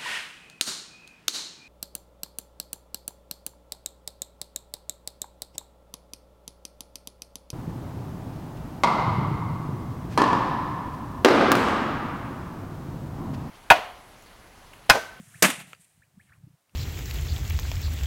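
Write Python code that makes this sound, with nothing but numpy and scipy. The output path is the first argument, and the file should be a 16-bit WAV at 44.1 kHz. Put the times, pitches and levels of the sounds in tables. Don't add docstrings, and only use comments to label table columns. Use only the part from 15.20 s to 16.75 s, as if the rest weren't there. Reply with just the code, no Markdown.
import sys
import numpy as np
from scipy import signal
from scipy.fft import rfft, irfft
from scipy.io import wavfile
from scipy.ndimage import uniform_filter1d

SR = 44100
rng = np.random.default_rng(int(sys.argv[2]) if len(sys.argv) > 2 else 0)


def wav_out(sig):
    wavfile.write(sys.argv[1], SR, np.round(np.clip(np.atleast_2d(sig).T, -1, 1) * 32767).astype(np.int16))


N = 68355
T = np.arange(N) / SR
SHOT_S = .2243
# freq_hz, density_db
LEAF_SPECTRUM = [(240, -54), (400, -17), (683, -23), (860, -20), (942, -31.5), (2360, 0.5), (5820, -12),
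                 (8670, 6.5), (15500, -17.5)]


def amp(db):
    return 10 ** (np.asarray(db) / 20)


def unit_rms(x):
    return x / np.sqrt(np.mean(x ** 2) + 1e-20)


def log_interp(points, hz):
    freq_hz, value = np.transpose(points)
    return np.interp(np.log(hz + 1), np.log(freq_hz + 1), value)


def envelope(points):
    return amp(np.interp(T, *np.transpose(points)))


def noise(spectrum, grain_db=0):
    white = rng.standard_normal(N) * amp(grain_db * np.minimum(rng.exponential(1, N), 4))
    gain = amp(log_interp(spectrum, np.fft.rfftfreq(N, 1 / SR)))
    return unit_rms(irfft(rfft(white) * gain, N))


def burst(start_s, rise_s, hold_s, t60_s):
    t = T - start_s
    return np.clip(t / rise_s, 0, 1) * np.exp(-np.log(1000) * np.maximum(t - hold_s, 0) / t60_s)


def resonate(x, hz, width_hz):
    carrier = np.exp(2j * np.pi * np.cumsum(hz) / SR)
    pole = np.exp(-np.pi * width_hz / SR)
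    return 2 * (carrier * signal.lfilter([1 - pole], [1, -pole], x / carrier)).real


def bush_reverb(x, wet_db, t60_s):
    t = T[:SR // 3]
    tail = rng.standard_normal(len(t)) * np.exp(-np.log(1000) * t / t60_s) * np.minimum(t / .004, 1)
    return x + amp(wet_db) * signal.fftconvolve(x, tail / np.linalg.norm(tail))[:N]


def wind(bump_width_s=.0046, overtone_db=-27.5):
    # time_s, level_db
    flutter_levels = [(0, -62.5), (.5, -61), (.62, -72), (.73, -73), (.8, -69), (.91, -77), (.97, -60.5),
                      (1.08, -68), (1.27, -57.5), (1.35, -73.5), (1.38, -86), (1.48, -86.5), (1.55, -57)]
    # freq_hz, density_db
    flutter_spectrum = [(20, -24), (55, -16), (100, -1), (160, -3), (250, -13.5), (400, -28.5),
                        (1000, -55.5), (16000, -88.5)]
    # centre_s, level_db, pitch_hz
    bumps = [(.003, -34, 190), (0.031, -50, 143), (0.079, -49.5, 136), (0.16, -43, 136),
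             (0.389, -40.5, 173), (.415, -45, 156), (0.441, -47, 185), (0.481, -47.5, 165),
             (.518, -52, 149), (.6, -58.5, 171), (.779, -59, 164), (.8, -57, 102), (.882, -60.5, 140),
             (0.946, -58, 130), (0.979, -46, 188.7), (1.071, -60, 143), (1.111, -53, 105),
             (1.183, -49, 115), (1.212, -48.5, 127.4), (1.242, -41, 137), (1.272, -42, 152),
             (1.279, -54.5, 290), (1.309, -50, 146), (1.342, -52, 129)]
    out = envelope(flutter_levels) * noise(flutter_spectrum)
    for (centre_s, db, hz), offset in zip(bumps, rng.random(len(bumps))):
        pulse = np.exp(-.5 * ((T - centre_s) / bump_width_s) ** 2)
        phase = 2 * np.pi * (hz * (T - centre_s) + offset)
        out += amp(db) * pulse * (np.sin(phase) + amp(overtone_db) * pulse * np.sin(2 * phase))
    return out


def brush():
    # time_s, level_db
    rustle_levels = [(0, -59), (.2, -55), (.5, -66.5), (.58, -67), (.75, -73), (.9, -80.5), (1.0, -83),
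                     (1.09, -75.5), (1.16, -74), (1.21, -83), (1.48, -84), (1.55, -73)]
    # freq_hz, density_db
    rustle_spectrum = [(240, -37.5), (400, -6.5), (595, -15.5), (673, 0), (834, -11), (928, -7.5),
                       (1790, 0.5), (4700, -11), (8800, 0), (15500, -17)]
    # centre_s, level_db, width_s
    swishes = [(.615, -61.5, 0.011), (.646, -63.5, 0.0053), (.68, -71, 0.1), (1.04, -72, 0.036)]
    # freq_hz, density_db
    air_spectrum = [(18, -50), (30, -19), (299, -6.5), (455, -7.5), (575, -3.5), (1050, -6.5), (1290, -7.5),
                    (2490, -10.5), (3230, -12), (15500, -15.5)]
    rustle = envelope(rustle_levels) * noise(rustle_spectrum, grain_db=3)
    swish_gain = sum(amp(db) * np.exp(-.5 * ((T - s) / width_s) ** 2) for s, db, width_s in swishes)
    leaves = swish_gain * noise(LEAF_SPECTRUM, grain_db=4.5)
    return rustle + leaves + amp(-72.5) * noise(air_spectrum)


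def twigs(rate_per_s=22, t60_s=.01):
    hits = (rng.random(N) < rate_per_s / SR) * rng.uniform(.5, 1, N)
    decay = np.exp(-np.log(1000) * T[:SR // 20] / t60_s)
    return amp(-72) * np.convolve(hits, decay)[:N] * noise(LEAF_SPECTRUM)


def bird_chirps(length_s=.029, start_hz=1310, rise_hz_per_s=57000, waver_depth=.02):
    # start_s, level_db
    chirps = [(0.1389, -41.5), (0.817, -51.5), (0.994, -48.5), (1.1164, -48.5)]
    # length_fraction, gain_db
    shape = [(0, -24), (.14, -8.5), (.28, -2), (.48, -15), (.69, -8), (.8, -22), (1, -22)]
    waver = 1 + waver_depth * unit_rms(uniform_filter1d(rng.standard_normal(N), size=120))
    out = np.zeros(N)
    for start_s, db in chirps:
        t = np.clip(T - start_s, 0, length_s)
        cycles = np.cumsum((start_hz + rise_hz_per_s * t) * waver) / SR
        gain = amp(db + np.interp(t / length_s, *np.transpose(shape))) * (t > 0) * (t < length_s)
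        out += gain * np.sin(2 * np.pi * cycles)
    return out


def shot(lead_s=.0018, front_s=.0004, blast_delay_s=.0041):
    # freq_hz, density_db
    crack_spectrum = [(30, -11), (90, -18.5), (200, -3.5), (500, 0), (1050, -12), (1600, 2), (3150, -6),
                      (3700, -9), (6000, -2), (8500, -7.5), (9700, -13), (12600, -9), (15500, -17.5)]
    # freq_hz, density_db
    blast_spectrum = [(30, -40), (105, -29.5), (220, -6.5), (440, -11), (560, -5), (900, -6), (1350, -2),
                      (1850, -2), (2200, -5.5), (3150, -9.5), (3800, -18.5), (6900, -14.5), (12900, -22),
                      (15500, -40.5)]
    # freq_hz, density_db
    boom_spectrum = [(20, -50.5), (95, -45), (145, -12.5), (190, 2), (275, 0.5), (380, -12), (550, -17.5),
                     (900, -35), (16000, -80.5)]
    lead = amp(-9.5) * np.clip((T - SHOT_S) / lead_s + 1, 0, 1) * (T < SHOT_S)
    front_age = np.maximum(T - SHOT_S, 0) / front_s
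    front = (front_age > 0) * (1 - front_age) * np.exp(-front_age)
    crack = noise(crack_spectrum) * (lead + burst(SHOT_S, rise_s=.00036, hold_s=.0055, t60_s=.035))
    blast = noise(blast_spectrum) * burst(SHOT_S + blast_delay_s, rise_s=.01, hold_s=.026, t60_s=.07)
    boom = noise(boom_spectrum) * burst(SHOT_S, rise_s=.0029, hold_s=.019, t60_s=.2)
    return amp(-4) * front + amp(-9) * crack + amp(-15.5) * blast + amp(-23) * boom


def hillside():
    # freq_hz, density_db
    scrub_spectrum = [(30, -37), (60, -37), (115, -15.5), (170, -7), (280, -8.5), (380, -14.5), (650, -7.5),
                      (1300, -7.5), (1700, -6), (2700, -6.5), (5200, -16.5), (8700, -11.5), (12500, -17.5),
                      (15500, -24.5)]
    # centre_hz, t60_s
    band_decays = [(50, .25), (170, 0.34), (350, 0.4), (1000, 0.31), (2200, .42), (5000, .33), (9000, .38),
                   (15000, 0.18)]
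    # start_s, level_db, hold_s
    echoes = [(0.298, -26, 0.0069), (0.389, -45, 0.03), (0.469, -57, 0.066)]
    scatter = rfft(noise(scrub_spectrum, grain_db=1))
    hz = np.fft.rfftfreq(N, 1 / SR)
    centres_hz, t60s_s = np.transpose(band_decays)
    wash = np.zeros(N)
    for band_weights, t60_s in zip(np.eye(len(centres_hz)), t60s_s):
        band = irfft(scatter * log_interp(np.c_[centres_hz, band_weights], hz), N)
        wash += amp(-23.5) * band * burst(SHOT_S, rise_s=.02, hold_s=.035, t60_s=t60_s)
    echo_gain = sum(amp(db) * burst(start_s, rise_s=.00394, hold_s=hold_s, t60_s=.058)
                    for start_s, db, hold_s in echoes)
    return wash + echo_gain * noise(scrub_spectrum, grain_db=2.5)


def ticks(snap_db=-6):
    # start_s, level_db, pitch_ratio
    hits = [(0.5319, -26.5, 1.055), (.549, -46, 2.1), (1.102, -65, 3.2), (1.495, -58.5, 2.11)]
    # freq_hz, gain_db, t60_s
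    modes = [(1270, -0.5, 0.011), (1770, -10.5, 0.0093), (2220, -1.5, 0.0072), (2680, -16, 0.006),
             (4891, -17, 0.0053), (438, -14.5, 0.018)]
    # freq_hz, density_db
    snap_spectrum = [(30, -27), (400, -13), (850, -24), (1500, 1), (2500, 6), (4000, -17), (7300, -8.5),
                     (9500, -32), (16000, -45)]
    snap = noise(snap_spectrum)
    out = np.zeros(N)
    for start_s, db, pitch_ratio in hits:
        out += amp(db + snap_db) * burst(start_s, rise_s=.00026, hold_s=0, t60_s=.009) * snap
        for hz, mode_db, t60_s in modes:
            ring = np.sin(2 * np.pi * hz * pitch_ratio * (T - start_s))
            out += amp(db + mode_db) * burst(start_s, rise_s=.00048, hold_s=0, t60_s=t60_s) * ring
    return bush_reverb(out, wet_db=-15, t60_s=.1)


def bird_slur():
    # time_s, pitch_hz, level_db
    contour = [(1.015, 3200, -88), (1.03, 3400, -75.5), (1.058, 3310, -82), (1.07, 2200, -73),
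               (1.097, 1710, -64), (1.112, 1380, -66.5), (1.135, 1400, -68.5), (1.165, 1150, -73),
               (1.19, 1000, -95)]
    time_s, pitch_hz, level_db = np.transpose(contour)
    rasp = rng.standard_normal(N)
    for _ in range(2):
        rasp = resonate(rasp, np.interp(T, time_s, pitch_hz), width_hz=760)
    return unit_rms(rasp) * amp(np.interp(T, time_s, level_db)) * (T > time_s[0]) * (T < time_s[-1])


def air_swell():
    # time_s, level_db
    levels = [(0, -110), (1.47, -100), (1.5, -85.5), (1.55, -65.5)]
    # freq_hz, density_db
    spectrum = [(30, -1), (120, 3.5), (350, -2), (900, -7), (1700, -10.5), (3500, -21.5), (16000, -38.5)]
    return envelope(levels) * noise(spectrum)


def scene():
    background = wind() + brush() + twigs()
    bird = bush_reverb(bird_chirps() + bird_slur(), wet_db=-10, t60_s=.16)
    return (background + bird + shot() + hillside() + ticks() + air_swell())[None]


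def record(dry):
    ceiling, cutoff_hz = .66, 15900
    clipped = dry / (1 + (dry / ceiling) ** 6) ** (1 / 6)
    lowpass = signal.firwin(255, cutoff_hz, window=("kaiser", 8), fs=SR)
    return signal.oaconvolve(clipped, lowpass[None], "same")


dry = scene()
out = record(dry)
wav_out(out)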